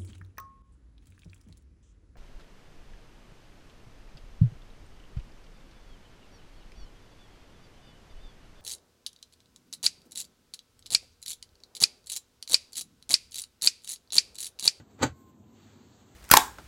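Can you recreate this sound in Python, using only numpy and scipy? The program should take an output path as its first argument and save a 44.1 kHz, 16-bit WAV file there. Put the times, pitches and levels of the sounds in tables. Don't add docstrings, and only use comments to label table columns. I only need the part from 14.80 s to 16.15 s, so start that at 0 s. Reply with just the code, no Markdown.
import sys
import numpy as np
from scipy import signal
from scipy.fft import rfft, irfft, next_fast_len
from scipy.io import wavfile

SR = 44100
rng = np.random.default_rng(int(sys.argv[2]) if len(sys.argv) > 2 else 0)


def waveform_to_disk(signal):
    frames = np.transpose(np.atleast_2d(signal))
    scaled = np.clip(frames, -1, 1) * 32767
    samples = np.round(scaled).astype(np.int16)
    wavfile.write(sys.argv[1], SR, samples)


def attenuation_scalar(level_db):
    decades = np.asarray(level_db, float) / 20
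    return 10 ** decades


N = 59535
LEAD = 2000

# (time [s], strength [dB], hardness of the bright crack [dB])
CONTACTS = [(-.004, -42, -12), (0.192, -45.5, -7.5), (0.2012, -42, -23.5), (0.2056, -43.5, -10.5),
            (0.2156, -37.5, -3), (.2200, -24.5, -13.5), (0.223, -34.5, 9), (.2270, -26.5, 8.5),
            (0.2294, -15, -3), (0.2323, -21, 4), (0.2369, -24, 6), (.2390, -26.5, 4), (0.2417, -26, -16.5),
            (0.2456, -30.5, -2), (0.2518, -30, -3.5), (0.2538, -37, -14), (0.265, -41.5, 9.5),
            (0.2768, -44.5, 5)]
# (frequency [Hz], level [dB], t60 [s])
LID_MODES = [(459, -10.5, 0.049), (531.8, -5.5, 0.057), (610, -17, 0.034), (778, -11.5, .03),
             (850, -5, 0.045), (980, -5, 0.015), (1123, -12, .03), (1231, -11.5, .03), (1487, -9.5, 0.062),
             (1715, -20, 0.029), (1940, -14.5, .04), (2377, -14.5, .03), (2590, -27.5, 0.011)]
# (frequency [Hz], level [dB], t60 [s])
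LATCH_MODES = [(3120, -12.5, 0.017), (3258, -7.5, 0.033), (4000, 0.5, 0.013), (3970, -7.5, 0.012),
               (4600, -7, 0.041), (6250, -5, 0.03), (6720, -15, 0.011), (7300, -3.5, 0.024),
               (7850, -4, 0.005)]
LATCH_DB, STRIKE_SPREAD_DB = -9, 1
# (frequency [Hz], density [dB per Hz])
CRACK_COLOUR = [(500, -24.5), (1200, 4), (3000, -9.5), (7000, 2.5), (8600, -4), (9500, -16.5), (11400, -13),
                (12000, -10.5), (16000, -14.5)]
CRACK_DB, CRACK_T60_S = -6.5, 0.019
# (time [s], level [dB])
RATTLE = [
    (0, -54.5),
    (.03, -79),
    (.172, -75),
    (.19, -56.5),
    (.215, -44.5),
    (.2255, -33),
    (.2285, -26),
    (.245, -33.5),
    (.33, -67),
]
# (frequency [Hz], density [dB per Hz])
RATTLE_COLOUR = [(150, -24), (450, -3), (1000, -8.5), (1500, -6.5), (3000, -15), (8000, -20),
                 (10000, -36.5), (13000, -29)]
GRAINS_PER_S, GRAIN_SPREAD_DB = 12000, 2.0
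# (time [s], then level into each of the three boom modes [dB])
PUSHES = [(-.0005, -68, -41, -46), (0.0114, -63, -41, -56), (0.2019, -55, -41, -42.5),
          (0.2127, -34, -30.5, -25.5), (0.2243, -48.5, -21.5, -27.5), (.2330, -40, -52.5, -18),
          (0.2369, -61, -54, -16.5), (0.2484, -46.5, -25, -45), (0.257, -56.5, -53, -25),
          (.273, -60, -48, -29), (0.2962, -35, -47, -55), (0.321, -50, -41, -63)]
# (frequency [Hz], t60 [s])
BOOM_MODES = [(83, 0.11), (127, 0.1), (280, 0.055)]
PUSH_CUT_HZ = 580
CABIN_T60_S, WET_DB, SEAT_CUT_HZ = 0.1, -14, 11000
# (time [s], level [dB])
SLEEVE = [(0, -63.5), (.06, -81.5), (.11, -71), (.17, -77), (.35, -85), (.6, -93.5), (.72, -74),
          (.79, -66.5), (.87, -64.5), (.95, -65.5), (1.02, -67.5), (1.18, -67.5), (1.21, -66.5),
          (1.25, -68.5), (1.32, -64.5), (1.35, -66)]
# (frequency [Hz], density [dB per Hz])
SLEEVE_COLOUR = [(300, -15), (800, 0.5), (1300, -3), (2500, -7), (4000, -5.5), (7000, -7), (12000, -17),
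                 (16000, -11.5)]
# (frequency [Hz], density [dB per Hz])
RUMBLE_COLOUR = [(40, -21.5), (95, -2), (160, -10), (230, -4), (400, -11.5), (600, -20), (1000, -23.5),
                 (2000, -36)]
RUMBLE_DB = -54 - 3
# (frequency [Hz], width [Hz], level [dB])
HUM_TONES = [(100, 13, -64), (135, 10, -76.5), (224.5, 12, -64), (265, 8.8, -69.5), (378.5, 7.3, -73.5)]
# (frequency [Hz], density [dB per Hz])
HISS_COLOUR = [(1000, -15.5), (5000, -10), (12000, 2), (16000, -2.5)]
HISS_DB = -78.5
# (time [s], pitch [Hz], level [dB])
SPRING = [(.27, 1094, -80), (.298, 1089, -63), (.335, 1074, -69), (.4, 1068, -66), (.47, 1051, -64.5),
          (.505, 1045, -66), (.525, 1040, -74), (.62, 1020, -75), (.77, 996, -78)]
# (multiple of pitch [ratio], level [dB], fade [dB per s])
SPRING_PARTS = [(1.0, 0.0, 0.0), (2.0, -9, 110), (1.415, -7, 50)]
# (time [s], level [dB])
FINGER = [(.33, -89.5), (.365, -74), (.41, -70), (.45, -77), (.5, -71.5), (.53, -93), (1.18, -89),
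          (1.21, -74), (1.24, -98)]
# (frequency [Hz], density [dB per Hz])
FINGER_COLOUR = [(2000, -18), (6000, -15), (8000, -7.5), (13000, -6), (16000, -4.5)]
# (frequency [Hz], gain [dB])
MICROPHONE = [(4600, -2), (5000, -10), (5950, -7.5), (6250, -2.5), (7700, -0.5), (8750, -14),
              (11400, -20.5), (11650, -5.5)]
# (frequency [Hz], gain [dB])
BAND_EDGES = [(8350, 0.0), (8600, -6), (15620, -6), (15760, -80)]
BASS_CUT_HZ = 56
OVERLOAD = 0.81


def rms_one(x):
    return x / np.sqrt(np.mean(x ** 2) + 1e-20)


def in_time(rows):
    s, *columns = np.transpose(rows)
    return [np.interp(np.arange(N) / SR, s, column) for column in columns]


def colour(x, points):
    size = next_fast_len(len(x) + 4096)
    hz = np.maximum(np.arange(size // 2 + 1) * SR / size, 1)
    points_hz, points_db = np.array(points)[:, 0], np.array(points)[:, 1]
    gain = attenuation_scalar(np.interp(np.log(hz), np.log(points_hz), points_db))
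    return irfft(rfft(x, size) * gain, size)[:len(x)]


def drift(rate_hz):
    r = np.exp(-80 * np.pi * rate_hz / SR)
    noise = rng.standard_normal(N // 40 + 2002)
    slow = signal.lfilter([1], [1, -2 * r, r * r], noise)[2000:]
    return np.interp(np.arange(N) / 40, np.arange(len(slow)), rms_one(slow))


def patchy(spectrum, patchy_db):
    white = rng.standard_normal((2, N))
    edges = 20 * 2 ** np.arange(0, 10.1, .5)
    out = 0
    for k, (low, high) in enumerate(zip(edges, edges[1:])):
        sos = signal.butter(2, [low, high], "band", fs=SR, output="sos")
        band = signal.sosfilt(sos, white[k % 2])
        out = out + band * attenuation_scalar(patchy_db * drift(8.1))
    return rms_one(colour(out, spectrum))


def ring(x, hz, t60):
    r, w = attenuation_scalar(-60 / (t60 * SR)), 2 * np.pi * hz / SR
    return signal.lfilter([0, np.sin(w)], [1, -2 * r * np.cos(w), r * r], x + 1e-18)


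def clicks_at(times_s, heights):
    clicks = np.zeros(N + LEAD)
    clicks[(np.array(times_s) * SR).astype(int) + LEAD] = heights
    return clicks


def rattle():
    present = rng.random(N) < GRAINS_PER_S / SR
    sign = rng.choice([-1, 1], N)
    strength = attenuation_scalar(GRAIN_SPREAD_DB * np.minimum(rng.exponential(1, N), 3))
    grains = rms_one(colour(present * sign * strength, RATTLE_COLOUR))
    moving = np.arange(N) < RATTLE[-1][0] * SR
    return grains * attenuation_scalar(in_time(RATTLE)[0]) * moving


def strikes(modes, strength_db):
    times_s = np.array(CONTACTS)[:, 0]
    shape = (len(times_s), 14)
    spread, sign = rng.standard_normal(shape), rng.choice([-1, 1], shape)
    out = np.zeros(N + LEAD)
    for k, (hz, db, t60) in enumerate(modes):
        heights = sign[:, k] * attenuation_scalar(strength_db + db + STRIKE_SPREAD_DB * spread[:, k])
        out += ring(clicks_at(times_s, heights), hz, t60)
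    return out[LEAD:]


def cracks(strength_db):
    clicks = clicks_at(np.array(CONTACTS)[:, 0], attenuation_scalar(strength_db + CRACK_DB))
    decay = attenuation_scalar(-60 / (CRACK_T60_S * SR))
    envelope = signal.lfilter([1], [1, -decay], clicks + 1e-18)[LEAD:]
    return envelope * rms_one(colour(rng.standard_normal(N), CRACK_COLOUR))


def lid():
    _, strength_db, hardness_db = np.transpose(CONTACTS)
    bright_db = strength_db + hardness_db
    rubbing = rattle()
    body = strikes(LID_MODES, strength_db)
    latch = strikes(LATCH_MODES, bright_db + LATCH_DB)
    return body + latch + cracks(bright_db) + rubbing


def boom():
    rows, out = np.array(PUSHES), np.zeros(N + LEAD)
    for k, (hz, t60) in enumerate(BOOM_MODES):
        out += ring(clicks_at(rows[:, 0], attenuation_scalar(rows[:, k + 1])), hz, t60)
    return signal.sosfilt(signal.butter(2, PUSH_CUT_HZ, fs=SR, output="sos"), out)[LEAD:]


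def cabin(x):
    size = next_fast_len(N + SR)
    hz = np.arange(size // 2 + 1) * SR / size
    response = 0
    for k, lag_s in enumerate(rng.uniform(.004, .022, 24)):
        loss = attenuation_scalar(-60 * lag_s / CABIN_T60_S)
        dulling = (1 + 1j * hz / SEAT_CUT_HZ) ** (lag_s * 30)
        loop = loss / dulling * np.exp(-2j * np.pi * hz * lag_s)
        response = response + (-1) ** k * loop / (1 - loop)
    return irfft(rfft(x, size) * response, size)[:N] / 2


def sleeve():
    return attenuation_scalar(in_time(SLEEVE)[0] + 4) * patchy(SLEEVE_COLOUR, patchy_db=1.5)


def cabin_hum():
    tones = 0
    for hz, width_hz, db in HUM_TONES:
        t60 = np.log(1000) / np.pi / width_hz
        tone = ring(rng.standard_normal(N + SR), hz, t60)[SR:]
        tones = tones + attenuation_scalar(db) * rms_one(tone)
    return attenuation_scalar(RUMBLE_DB) * patchy(RUMBLE_COLOUR, patchy_db=2.0) + tones


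def hiss():
    return attenuation_scalar(HISS_DB) * rms_one(colour(rng.standard_normal(N), HISS_COLOUR))


def spring():
    hz, db = in_time(SPRING)
    s = np.arange(N) / SR
    phase = 2 * np.pi * np.cumsum(hz) / SR
    age = np.maximum(s - SPRING[1][0], 0)
    tone = 0
    for multiple, part_db, fade in SPRING_PARTS:
        tone = tone + attenuation_scalar(db + part_db - fade * age) * np.sin(multiple * phase)
    return np.sqrt(2) * tone * (s > SPRING[0][0]) * (s < SPRING[-1][0])


def finger():
    return attenuation_scalar(in_time(FINGER)[0] + 10.0) * patchy(FINGER_COLOUR, patchy_db=1.4)


def scene():
    box = lid()
    touches = sleeve() + hiss() + finger()
    shutting = box + boom() + attenuation_scalar(WET_DB) * cabin(box)
    return (shutting + touches + spring() + cabin_hum())[None]


def roll_off(x):
    return signal.sosfilt(signal.butter(12, 15750, fs=SR, output="sos"), x)


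def record(dry):
    bass_cut = signal.butter(3, BASS_CUT_HZ, "high", fs=SR, output="sos")
    x = signal.sosfilt(bass_cut, colour(dry[0], MICROPHONE))
    rounded = OVERLOAD * np.tanh(x / OVERLOAD)
    return roll_off(colour(rounded, BAND_EDGES)[None])


dry = scene()
out = record(dry)
waveform_to_disk(out)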